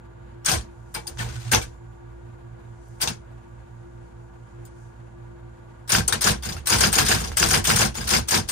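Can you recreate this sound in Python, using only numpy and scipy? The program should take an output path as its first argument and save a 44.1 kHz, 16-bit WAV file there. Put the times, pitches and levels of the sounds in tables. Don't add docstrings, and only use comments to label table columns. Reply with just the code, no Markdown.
import sys
import numpy as np
from scipy import signal
from scipy.fft import rfft, irfft, next_fast_len
from scipy.io import wavfile
from scipy.ndimage import uniform_filter1d, minimum_filter1d, map_coordinates

SR = 44100
rng = np.random.default_rng(int(sys.argv[2]) if len(sys.argv) > 2 else 0)


def amp(db):
    return 10 ** (np.asarray(db, float) / 20)


def write(x):
    x = np.atleast_2d(x).T
    wavfile.write(sys.argv[1], SR, np.round(np.clip(x, -1, 1) * 32767).astype(np.int16))


N = 375291
T = np.arange(N) / SR


def unit(x):
    return x / np.sqrt(np.mean(x ** 2) + 1e-20)


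def along(points, hz):
    f, v = np.transpose(points)
    return np.interp(np.log(hz + 1), np.log(f + 1), v)


def filtered(x, response):
    m = next_fast_len(N + SR // 4)
    return irfft(rfft(x, m) * response(np.fft.rfftfreq(m, 1 / SR)), m)[..., :N]


def body(modes):
    def response(f):
        shape = 0
        for k, (centre, width, db) in enumerate(modes):
            resonance = 1j * f * width / (centre * centre - f * f + 1j * f * width)
            shape = shape + (-1) ** k * amp(db) * resonance
        return shape / np.sqrt(np.mean(abs(shape) ** 2))
    return response


def ringing(modes, t):
    return np.array([amp(db) * np.sin(2 * np.pi * centre * t) * np.exp(-np.pi * width * t)
                     for centre, width, db in modes])


def wobble(rate):
    coarse = T[::8]
    knots = rng.standard_normal(int(N * rate / SR) + 4)
    return np.interp(T, coarse, map_coordinates(knots, [coarse * rate]))


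def noise():
    return rng.standard_normal((2, N))


def even(x, span):
    return x / np.sqrt(abs(uniform_filter1d(np.mean(x ** 2, 0), round(span * SR))) + 1e-20)


def clumped(x, depth_db):
    z = signal.stft(x, nperseg=256)[2]
    field = rng.standard_normal(z.shape[1:])
    field = uniform_filter1d(uniform_filter1d(field, size=3, axis=0), size=4, axis=1)
    gain = amp(depth_db * unit(field))
    return signal.istft(z * unit(gain), nperseg=256)[1][:, :N]


def pings(rows, rise, vary):
    out = np.zeros((2, N + SR))
    t = np.arange(round(max(row[2] for row in rows) * SR)) / SR
    luck = rng.standard_normal((len(rows), 4))
    for (s, hz, t60, db), (detune, size, turn, start) in zip(rows, luck):
        phase = 2 * np.pi * hz * (1 + vary / 100 * detune) * t + start + np.c_[[0, turn]]
        level = amp(db + 2 * vary * size - 60 * t / t60) * (1 - np.exp(-t / rise))
        out[:, round(s * SR):][:, :len(t)] += level * np.sin(phase)
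    return out[:, :N]


SHAFT_HZ, MAINS_HZ, BELT_HZ = 57.64, 120, 68.65
MAINS_IN_STEP_S, BELT_IN_STEP_S = 4.62, 4.525
WHIRR_DB = -60.5
# order, level_db
SHAFT_ORDERS = [(1, -50), (3, -62.5), (6, -58)]
# freq_hz, level_db (per Hz)
WHIRR_CURVE = [(20, -38), (40, -10.5), (123, 2.5), (170, -19), (285, -16.5), (405, -19), (900, -19.5),
               (1700, -26.5), (1950, -27.5), (3500, -37.5), (5300, -45.5), (9800, -46), (14000, -54.5),
               (16000, -81.5)]
# centre_hz, width_hz, level_db
BEARING_MODES = [(218, 14, 8), (498, 43, -0.5), (663, 13, 0.5), (750, 13, 1.5), (926, 60, 2),
                 (1169, 15, 1.5), (1432, 61, -2.5), (1673, 27, -3.5), (6900, 460, -26)]
# time_s, hum_rise_db, rail_slide_db
RETURN_LOAD = [(1.14, -7, -102), (1.19, 4.5, -34.5), (1.25, 5, -44.5), (1.382, 14, -48),
               (1.44, -7.5, -52.5), (1.47, 10, -47), (1.52, 13.5, -47), (1.6, -4, -96.5)]


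def motor():
    def turn(hz, s):
        return np.exp(2j * np.pi * hz * (T - s))

    s, rise_db, _ = np.transpose(RETURN_LOAD)
    hum = sum(amp(db + 2.8 * wobble(22)) * turn(k * SHAFT_HZ, 0) * np.exp(.2j * wobble(7.6))
              for k, db in SHAFT_ORDERS)
    throb = amp(-45.5) + amp(-45.5) * turn(MAINS_HZ - 2 * SHAFT_HZ, MAINS_IN_STEP_S)
    hum += amp(np.interp(T, s, rise_db) + 1.4 * wobble(28)) * throb * turn(2 * SHAFT_HZ, 0)
    hum += amp(-62.0) * turn(SHAFT_HZ, 0) * turn(BELT_HZ - SHAFT_HZ, BELT_IN_STEP_S)
    hum += amp(-68.5 + wobble(8)) * turn(2 * MAINS_HZ, 0)
    whirr = filtered(amp(1.3 * wobble(60)) * noise(), lambda f: amp(along(WHIRR_CURVE, f)))
    whine = filtered(noise(), lambda f: body(BEARING_MODES)(f) * (f < 8000))
    drift_db = .8 * wobble(6)
    hum_pair = np.sqrt(2) * np.array([hum.real, hum.imag])
    return hum_pair + amp(WHIRR_DB + 8.0 + drift_db) * unit(whirr) + amp(WHIRR_DB + 3.0) * unit(whine)


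# time_s, level_db
STIR_LEVEL = [(0, -100), (1.2, -60), (1.85, -78), (2.5, -79.5), (2.9, -71.5), (3.3, -78), (4.6, -76.5),
              (4.8, -70), (5.2, -79.5)]
# freq_hz, level_db (per Hz)
STIR_CURVE = [(2500, -42), (4500, -9), (7000, -2.5), (10000, -8.5), (14000, -20.5), (16000, -20.5)]


def stirring():
    rustle = unit(filtered(noise(), lambda f: amp(along(STIR_CURVE, f))))
    tick_s, tick_db, tick_t60 = 4.652, -52, .05
    fade = (T > tick_s) * amp(tick_db - 60 * abs(T - tick_s) / tick_t60)
    tick = fade * unit(filtered(noise(), body([(14000, 1500, 0)])))
    level_db = np.interp(T, *np.transpose(STIR_LEVEL)) + 1.5 * wobble(14) + 1.2 * wobble(6)
    return amp(level_db) * rustle + tick


# trip_s, level_db, spring_db, touch_before_s, touch_db
KEY_TRIPS = [(0.4575, -15.5, -5.5, .012, -27), (3.0136, -16, -3, 0.019, -43),
             (5.8993, -19.5, 1, 0.024, -30.5), (6.2172, -15.5, -3, 0.01, -19),
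             (6.6686, -14, 2.5, .012, -23.5), (6.7818, -15.5, -0.5, 0.012, -38),
             (6.9271, -11.5, 1.5, 0.01, -22.5), (7.0603, -14.5, -27, 0.013, -21),
             (7.3682, -12, 0, 0.0062, -28.5), (7.4859, -16.5, -1, 0.013, -25),
             (7.648, -18.5, -2, 0.0085, -17.5), (7.758, -11.5, -0.5, 0.0075, -37),
             (8.0875, -18, -2, 0.017, -18), (8.2828, -16.5, 1.5, 0.0098, -30),
             (8.4862, -17, 2.5, 0.011, -30.5)]
# landing_s, flight_s, cam_db, landing_db, slap_db
TYPED_LETTERS = [(5.95, .032, -9, -18.5, 1.5), (6.2728, .034, -11, -13.5, -3),
                 (6.7277, .032, -11.5, -14, -2), (6.8381, .0335, -8.5, -14, 0), (6.987, .035, -13, -10, 0),
                 (7.1146, .0335, -10, -15, 0.5), (7.428, 0.035, -12.5, -14, 2.5),
                 (7.5407, 0.036, -10.5, -19.5, 0.5), (7.7024, .0335, -10.5, -15, 2.5),
                 (7.8167, .031, -10, -23, -2.5), (8.1367, .033, -11.5, -13.5, -4),
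                 (8.343, 0.036, -10, -15, -5.5)]
# delay_s (negative is before), level_db, spring_db, platen_db, snap_db
LETTER_STEPS = [
    (-.011, -19, 0, -1, -12),
    (0, -26, -12, 9, -25),
    (.012, -21.5, -1, -9, -12.5),
    (.032, -19.5, 0, -5.5, -12),
    (.055, -39.5, -17, -9, -15.5),
]
# press_s, level_db
SPACE_BARS = [(6.426, -2), (7.177, -1.5), (7.945, -2)]
# delay_s (negative is before), level_db, spring_db, platen_db, snap_db
SPACE_STEPS = [(-.003, -25, -0.5, -5, -22), (.007, -26.5, -7, -1, -9), (.022, -23.5, 1.5, -3.5, -21),
               (.038, -30.5, -17, -4, -7.5), (0.062, -22, -5, -2.5, -16), (.095, -22.5, -10, -15, -11.5),
               (.139, -35, 1, 6, -12.5)]
# start_s, level_db, spring_db, platen_db, snap_db
RETURN_STEPS = [(0.94, -29.5, 10, 4.5, -25), (0.948, -41, -6.5, 7, -16), (0.959, -49, -22, 17, -7),
                (1.068, -27.5, 4.5, -7, -16), (1.1713, -43, -14, 3.5, -9), (1.192, -36.5, 8, 10, -11.5),
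                (1.2175, -43.5, -11, 2, -19.5), (1.287, -34.5, -17, -1.5, -12),
                (1.396, -34.5, -7, -6.5, -22), (1.514, -12, 0, -5, -28), (1.5316, -13, -16, 1.5, -12),
                (1.5467, -20, -18, -9.5, 1), (1.564, -40, -22, -4.5, -9), (1.614, -26, -2.5, -4.5, -21.5)]
# start_s, level_db, spring_db, platen_db, snap_db
BASKET_STEPS = [(0.5275, -30, -13.5, 3.5, -19), (0.6092, -39.5, -3.5, -18, -11), (3.055, -38, -3, 6, -25),
                (3.0728, -17.5, -6.5, -6.5, -8.5), (3.078, -34.5, -11, -17, -17),
                (3.024, -19, -3, -24, -14.5), (3.031, -29, -7, -16, -16), (3.098, -49, -5, -7, -18),
                (3.001, -37, -11.5, 11.5, -21), (1.077, -44, -4, -9, -18), (1.206, -39, -5, 7, -21),
                (4.6512, -42, 3.5, -10, -22), (6.0766, -15.5, 5, -8, -28), (6.1235, -16.5, 2.5, 0.5, -9.5),
                (6.1384, -46, -23, -21, -21), (7.5335, -29, 8, 8, -10), (7.806, -24.5, 7, -6, -12),
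                (8.163, -21.5, -16.5, -23, -0.5), (0.455, -27, 6, -15, -8.5), (.478, -18.5, -5, 1, -20.5),
                (.485, -14, -2, -9, -21), (0.514, -13, -3, -4.5, -19.5), (0.5441, -22, -3, -6, -19.5),
                (.5744, -30.5, -1, -7.5, -14.5), (3.009, -24, 6, -18, -24), (5.8912, -23.5, 1, 3, -22)]


def chain():
    touch = 0.85, -4, -29
    trip = -6, -27.5
    cam, landing = (-4.5, -7, -20.5), (-17.5, -6, -20)  # spring, platen and snap dB
    guide_s = .005
    rows = []
    for s, db, spring_db, before, touch_db in KEY_TRIPS:
        rows += [(s - before, touch_db, *touch), (s, db, spring_db, *trip)]
    for s, flight, cam_db, land_db, _ in TYPED_LETTERS:
        rows += [(s - flight, cam_db, *cam), (s - guide_s, land_db, *landing)]
        rows += [(s + later, *rest) for later, *rest in LETTER_STEPS]
    for s, db in SPACE_BARS:
        rows += [(s + later, db + step_db, *rest) for later, step_db, *rest in SPACE_STEPS]
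    return rows + RETURN_STEPS + BASKET_STEPS


LAG = 75
SOFTER = .45
HOLD = 1.28
# centre_hz, width_hz, level_db
STEEL_MODES = [(3390, 420, -1.5), (3542, 110, -0.5), (4000, 270, -18), (4720, 60, -3), (5050, 47, -8.5),
               (5900, 83, -1.5), (6300, 150, -2), (7000, 110, -7.5), (5360, 2100, 4.5)]
# centre_hz, width_hz, level_db
SPRING_MODES = [(8060, 300, -0.5), (9120, 480, 5), (9860, 120, 1), (14030, 2800, -7), (8100, 920, -5.5)]
# centre_hz, width_hz, level_db
PLATEN_MODES = [(887, 45, 0), (1574, 230, 6), (1855, 190, -3), (2120, 95, -10.5), (2700, 21, -5.5),
                (1632, 2960, 7.5)]
# level_db, t60_s
ROOM_TAILS = [
    (-9, 0.17),
    (-10, 0.1),
    (-2.5, 0.17),
]


def contacts(rise, t60, scatter_db):
    parts, t = (STEEL_MODES, SPRING_MODES, PLATEN_MODES), np.arange(SR // 8) / SR
    rings = [ringing(modes, t) for modes in parts]
    drive, snaps = np.zeros((3, N + SR)), np.zeros((2, N + SR))
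    rows = chain()
    luck = rng.standard_normal((len(rows), 3, 2, 2, 10))
    for (s, db, spring_db, platen_db, snap_db), chance in zip(rows, luck):
        levels, at = amp([db, db + spring_db, db + platen_db]), round(s * SR)
        onset = 1 - np.exp(-t / (rise * amp(-SOFTER * (db + 14.0))))
        burst = onset * amp(-60 * (t / t60) ** HOLD)
        drive[:, at:at + len(t)] += amp(-12.0) * levels[:, None] * burst
        for level, ring, (size, sign) in zip(levels, rings, chance):
            strength = (amp(scatter_db * np.tanh(size)) * np.sign(sign))[:, :len(ring)]
            snaps[:, at + LAG:at + LAG + len(t)] += level * amp(snap_db) * strength @ ring
    sound, chatter = snaps[:, :N], unit(amp(2.6 * wobble(540)))
    for d, modes, (tail_db, tail_t60) in zip(drive[:, :N], parts, ROOM_TAILS):
        keep = amp(-120 / (tail_t60 * SR))
        tail = np.sqrt(abs(signal.lfilter([1 - keep], [1, -keep], d ** 2)))
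        direct = d * chatter * noise()
        room = amp(tail_db + 12.5) * tail * noise()
        sound = sound + filtered(direct + room, body(modes))
    return clumped(sound, depth_db=2.4)


# delay_s, pitch_hz, t60_s, level_db
KEY_RINGS = [(.002, 9420, .04, -26), (.003, 3690, .04, -37.5)]
# delay_s, pitch_hz, t60_s, level_db
CAM_RINGS = [(0.0009, 10000, 0.021, -21.5), (0.00031, 7600, .03, -23), (0.0046, 6800, 0.065, -23),
             (.001, 26000, .05, -23.5), (0.008, 5600, 0.013, -27), (0.0034, 1710, .08, -28.5)]
# delay_s, pitch_hz, t60_s, level_db
LANDING_RINGS = [(-.011, 9800, .04, -27.5), (-.005, 5050, 0.059, -23), (.002, 4856, 0.052, -23),
                 (.010, 1673, 0.043, -24), (.030, 4997, 0.062, -27), (.001, 2543, 0.0502, -28.5),
                 (.004, 941, .07, -31), (.031, 5580, 0.062, -29), (.055, 1555, 0.09, -35)]
# delay_s, pitch_hz, t60_s, level_db
SPACE_RINGS = [(0.026, 6880, .07, -31.5), (.062, 4940, 0.065, -28), (.066, 1630, .07, -37)]
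# start_s, pitch_hz, t60_s, level_db
ONE_OFF_RINGS = [(6.0795, 6260, 0.041, -19.5), (6.0795, 7250, 0.051, -20.5), (6.0795, 9860, .022, -19),
                 (6.127, 1830, 0.071, -21), (6.127, 3755, 0.067, -22.5),
                 (.483, 5900, 0.051, -22), (.483, 1550, .05, -30.5), (0.514, 9668, 0.063, -28.5),
                (.514, 750, 0.13, -25), (.948, 4100, .05, -39), (.958, 2300, 0.15, -34.5),
                (.966, 866, 0.13, -31.5), (1.074, 6890, .05, -38), (1.076, 4630, 0.043, -36),
                (1.077, 5100, .04, -39), (1.057, 855, 0.065, -38), (1.225, 898, 0.11, -34),
                (1.453, 746, 0.13, -44), (1.08, 9300, .05, -32), (1.187, 980, .06, -42),
                (1.19, 3270, .03, -29), (1.196, 2400, .04, -35.5), (1.2, 1790, 0.057, -25.5),
                (1.212, 1500, 0.067, -28.5), (1.297, 1470, .09, -42), (1.355, 1500, 0.2, -43.5),
                (1.515, 8300, .05, -23.5), (1.516, 1570, 0.12, -21), (1.525, 8936, .05, -26.5),
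                (1.53, 862, 0.13, -21), (1.616, 2310, 0.089, -35), (3.022, 8871, .05, -26.5),
                (3.016, 4600, 0.14, -29), (3.018, 1504, 0.047, -37), (3.036, 906, .05, -25.5),
                (6.085, 1370, 0.069, -30), (7.238, 5770, 0.069, -43)]


def part_rings():
    starts = [([k[0] for k in KEY_TRIPS], KEY_RINGS),
              ([s - flight for s, flight, *_ in TYPED_LETTERS], CAM_RINGS),
              ([k[0] for k in TYPED_LETTERS], LANDING_RINGS),
              ([k[0] for k in SPACE_BARS], SPACE_RINGS)]
    repeated = [(s + later, *rest) for times, table in starts for s in times for later, *rest in table]
    return pings(repeated, rise=0.002, vary=1.2) + pings(ONE_OFF_RINGS, rise=0.0017, vary=0)


# start_s, pitch_hz, t60_s, level_db
HARD_CLICKS = [(1.0722, 6300, .008, -28), (1.0775, 4900, .01, -25.5), (1.1915, 3000, .008, -28),
               (1.5475, 6000, .012, -10), (1.6155, 3450, .012, -29), (3.0152, 5200, .01, -21),
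               (3.0248, 4607, 0.0087, -19.5), (3.0748, 4930, 0.0091, -21), (3.0795, 3610, .01, -18),
               (4.652, 7100, .03, -48), (2.886, 8500, .01, -55), (2.886, 12800, .008, -54),
               (6.0795, 10430, .012, -11.5), (6.0795, 8900, .015, -13.5), (6.127, 4000, .015, -20),
               (5.8978, 9300, .008, -14), (5.9222, 6610, .012, -12.5), (6.7345, 5126, .008, -18),
               (6.8092, 7000, .012, -15), (6.8505, 4990, .008, -15.5), (6.9282, 8530, .01, -12),
               (6.9552, 6900, .008, -15.5), (7.0155, 8860, .008, -17), (7.3705, 8370, 0.012, -10.5),
               (7.3995, 6790, .01, -16), (7.4385, 4860, .01, -12.5), (7.5128, 6520, 0.011, -13),
               (7.5335, 9820, .01, -14), (7.6745, 6300, 0.0084, -16.5), (7.7605, 8100, .01, -16.5),
               (7.786, 6310, .008, -16),
               (0.4602, 6546, 0.015, -15.5), (0.4604, 8268, 0.015, -17.5), (0.5074, 9646, 0.016, -22),
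               (1.5262, 6910, 0.015, -21.5), (1.5574, 6040, 0.017, -14.5), (2.9854, 9000, 0.008, -53),
               (3.015, 13190, 0.015, -21), (5.8937, 10335, 0.015, -25), (6.0068, 1560, 0.015, -20),
               (6.1316, 4478, 0.017, -22), (6.135, 8500, 0.015, -21.5), (6.2122, 11100, 0.015, -23),
               (6.2167, 9310, 0.015, -14), (6.567, 1390, 0.03, -34), (6.6709, 8441, 0.015, -16),
               (6.6919, 1190, 0.015, -23), (6.7007, 6373, 0.015, -16), (6.7064, 1205, 0.015, -21),
               (6.7263, 5005, 0.011, -16), (6.8052, 13092, 0.015, -27), (6.8348, 4990, 0.015, -16),
               (6.965, 8700, 0.015, -23), (7.084, 6460, 0.015, -19), (7.3805, 8340, 0.017, -15.5),
               (7.4376, 6040, 0.015, -19.5), (7.6728, 8441, 0.015, -22), (7.7641, 5820, 0.015, -22),
               (7.7886, 6730, 0.015, -19), (7.8238, 686, 0.015, -14.5), (8.3462, 5480, 0.017, -17.5)]


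def hard_knocks():
    return pings(HARD_CLICKS, rise=.0002, vary=0)


# start_s, pitch_hz, t60_s, level_db
DESK_THUDS = [(.482, 152, 0.11, -24), (.528, 154, 0.089, -20.5), (.555, 73.6, 0.16, -17.5),
              (1.56, 111.5, 0.18, -20.5), (3.055, 203, 0.075, -33), (3.098, 218, 0.12, -26.5),
              (1.53, 220, 0.16, -21)]


def desk_thuds():
    return pings(DESK_THUDS, rise=0.0042, vary=0)


# delay_s, housing_db, knock_db, sway_db
JOLTS_OF_LETTER = [
    (-.032, -19.5, -26.5, -32.5),
    (.009, -22, -23, -31.5),
]
# delay_s, housing_db, knock_db, sway_db
JOLTS_OF_SPACE = [(.023, -29.5, -29.5, -31.5), (.065, -35, -37, -41), (.096, -33.5, -38.5, -33)]
# start_s, housing_db, knock_db, sway_db
SINGLE_JOLTS = [(.948, -30, -43, -41), (1.071, -40.5, -49, -39.5), (1.182, -31, -35, -36),
                (1.239, -34, -45, -33), (1.515, -18.5, -26.5, -29.5), (1.549, -24.5, -44, -37),
                (3.019, -26, -36, -45), (3.069, -31, -31, -41), (6.077, -27.5, -41, -48),
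                (6.122, -27, -29.5, -37), (0.483, -24.5, -31.5, -36), (0.518, -21.5, -26.5, -34)]


def jolts():
    letters = [(s + later, *rest) for s, *_ in TYPED_LETTERS for later, *rest in JOLTS_OF_LETTER]
    spaces = [(s + later, *np.add(rest, db)) for s, db in SPACE_BARS for later, *rest in JOLTS_OF_SPACE]
    return np.array(letters + spaces + SINGLE_JOLTS)


def jolted(column, peak_s):
    rows, kicks = jolts(), np.zeros(N)
    kicks[np.round(rows[:, 0] * SR).astype(int)] = amp(2 * rows[:, column])
    u = np.arange(SR // 3) / SR / peak_s
    return np.sqrt(abs(signal.fftconvolve(kicks, (u * np.exp(1 - u)) ** 3)[:N]))


# centre_hz, width_hz, level_db
HOUSING_MODES = [(330.4, 18, 0), (475, 32, -4), (658, 5.7, -1), (765, 7.6, 0.5), (1100, 48, -4.5),
                 (702, 800, -10)]
# centre_hz, width_hz, level_db
DESK_MODES = [(100.8, 10, 4.5), (160, 33, -2), (217, 22.4, -2.5), (275, 79, -22.5)]
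# centre_hz, width_hz, level_db
LEG_MODES = [(44.7, 18.5, -3.5), (61.84, 20.4, 2), (82, 19, -9.5)]


def frame():
    boom = even(filtered(amp(2.3 * wobble(90)) * noise(), body(HOUSING_MODES)), 0.0093)
    knock = even(filtered(noise(), body(DESK_MODES)), 0.054)
    sway = even(filtered(noise(), body(LEG_MODES)), 0.032)
    lows = amp(-10.0) * jolted(1, peak_s=0.023) * boom
    lows += amp(-2) * jolted(2, peak_s=0.027) * knock
    lows += amp(1.5) * jolted(3, peak_s=0.054) * sway
    return filtered(lows, lambda f: (1j * f / (35 + 1j * f)) ** 3)


# start_s, level_db
PAWL_PINGS = [(.949, -28.5), (1.075, -45)]


def pawl(hz, t60):
    ping = 0
    for s, db in PAWL_PINGS:
        t = np.clip(T - s, 0, None)
        ping = ping + amp(db - 60 * t / t60) * np.sin(2 * np.pi * hz * t)
    return np.array([ping, ping / 2])


# freq_hz, level_db (per Hz)
RAIL_CURVE = [(250, -10), (550, -6.5), (900, 4), (1200, 0.5), (1500, 4), (4960, -2), (8720, -2),
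              (11200, -24.5), (14400, -11.5), (16000, -40.5)]


def carriage():
    s, _, slide_db = np.transpose(RETURN_LOAD)
    rough = amp(2.4 * wobble(260) + 1.5 * wobble(40)) * noise()
    slide = filtered(rough, lambda f: amp(along(RAIL_CURVE, f)))
    return amp(np.interp(T, s, slide_db, -200, -200)) * unit(slide)


STOP_S = 1.546
# pitch_hz, level_db, t60_s
STOP_RINGS = [(488.6, -23.5, 0.2), (854, -29.5, 0.15), (1630, -34, 0.17), (5491, -45, .25),
              (6000, -25.5, .22), (6200, -35.5, .14), (7190, -63, 1.2)]


def margin_stop():
    t, at = np.arange(SR) / SR, round(STOP_S * SR)
    start = rng.uniform(0, 2 * np.pi, (len(STOP_RINGS), 2, 1))
    swell = 1 - np.exp(-t / 0.0033)
    ring = 0
    for (hz, db, t60), p in zip(STOP_RINGS, start):
        phase = 2 * np.pi * hz * t + p + 1.7 * wobble(hz / 40)[:SR]
        ring = ring + amp(db - 60 * t / t60) * swell * np.sin(phase)
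    return np.pad(ring, ((0, 0), (at, N - at - SR)))


# centre_hz, width_hz, level_db
SLUG_MODES = [(1510, 192, -2.5), (2800, 430, -0.5), (1704, 350, -11), (4900, 900, -12)]


def slaps(attack):
    t, hits = np.arange(SR // 50) / SR, np.zeros(N)
    signs = -(-1.) ** np.arange(len(SLUG_MODES))
    pulse = signs @ ringing(SLUG_MODES, t) * (1 - np.exp(-t / attack))
    for s, *_, db in TYPED_LETTERS:
        hits[round(s * SR) + 22] = amp(db - 6.5)
    return signal.fftconvolve(hits, pulse)[:N] * np.array([[1], [-.62]])


# freq_hz, side_minus_mid_db
WIDTH_CURVE = [(60, -15), (130, -18.5), (200, -10), (300, 5), (600, 0), (1500, 0), (4000, -0.5),
               (9000, 0.5), (11500, 4), (15000, -9.5)]


def scene():
    pair = motor() + stirring()
    pair = pair + contacts(rise=0.0024, t60=0.051, scatter_db=8.0)
    pair = pair + part_rings() + hard_knocks() + desk_thuds() + frame()
    pair = pair + pawl(hz=4970, t60=0.047) + carriage() + margin_stop() + slaps(attack=0.00024)
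    mid, side = pair[0], filtered(pair[1], lambda f: amp(along(WIDTH_CURVE, f)))
    return np.array([mid + side, mid - side])


def dip(f, hz, width, depth):
    return 1 - np.clip(depth, 0, 1) * np.exp(-(2 * (f - hz) / width) ** 4)


# from_hz, to_hz, share of time (0-1) in the sum, in the difference
DROPOUT_BANDS = [(5250, 5420, .4, .4), (7520, 7700, .4, .4), (7700, 7860, .4, .4), (10500, 11000, .75, .05),
                 (11000, 11700, .88, .05), (11700, 12400, .45, .5), (12400, 13100, .2, .9),
                 (13100, 14100, .12, .9), (14100, 14800, .2, .8), (14800, 15600, .7, .6),
                 (15600, 17000, .97, .97)]


def starve(pair):
    hz, t, z = signal.stft(pair, SR, nperseg=1024)
    power = np.sum(abs(z[:, hz > 7000]) ** 2, (0, 1))
    calm = power < 6 * np.roll(power, 2)
    fading = power < -minimum_filter1d(-power, 7, origin=3) / 20
    z[:, hz > 12000] *= 1 - .7 * fading
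    for lo, hi, *share in DROPOUT_BANDS:
        dice = np.repeat(rng.random((2, len(t) // 5 + 1)), 5, 1)[:, :len(t)]
        z[:, (hz >= lo) & (hz < hi)] *= 1 - ((dice < np.c_[share]) & calm)[:, None]
    return signal.istft(z, SR, nperseg=1024)[1][:, :N]


def top_cut(x):
    return signal.sosfilt(signal.butter(12, 16460, fs=SR, output="sos"), x)


TOP_HZ = 15500
# freq_hz, left_minus_right_db
LEAN_CURVE = [(60, -2.5), (110, -4.5), (200, -5), (380, 6), (700, -2), (1290, 0), (2380, 0), (4400, 7),
              (8120, 5.5), (15000, -7.5)]
# centre_hz, width_hz, depth (0-1)
NARROW_DIPS = [(5330, 180, 0.6), (7700, 350, .7)]


def record(dry):
    def colour(f):
        top = amp(-40 * np.clip((f - TOP_HZ) / 900, 0, 2))
        return dip(f, *NARROW_DIPS[0]) * dip(f, *NARROW_DIPS[1]) * top

    halves = np.array([[.5], [-.5]])
    left, right = filtered(dry, lambda f: colour(f) * amp(along(LEAN_CURVE, f) * halves))
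    mid, side = starve(np.array([left + right, left - right]) / 2)
    ports = np.array([mid + side, mid - side])
    ports = ports / (1 + ports ** 4) ** .3
    return top_cut(ports)


dry = scene()
out = record(dry)
write(out)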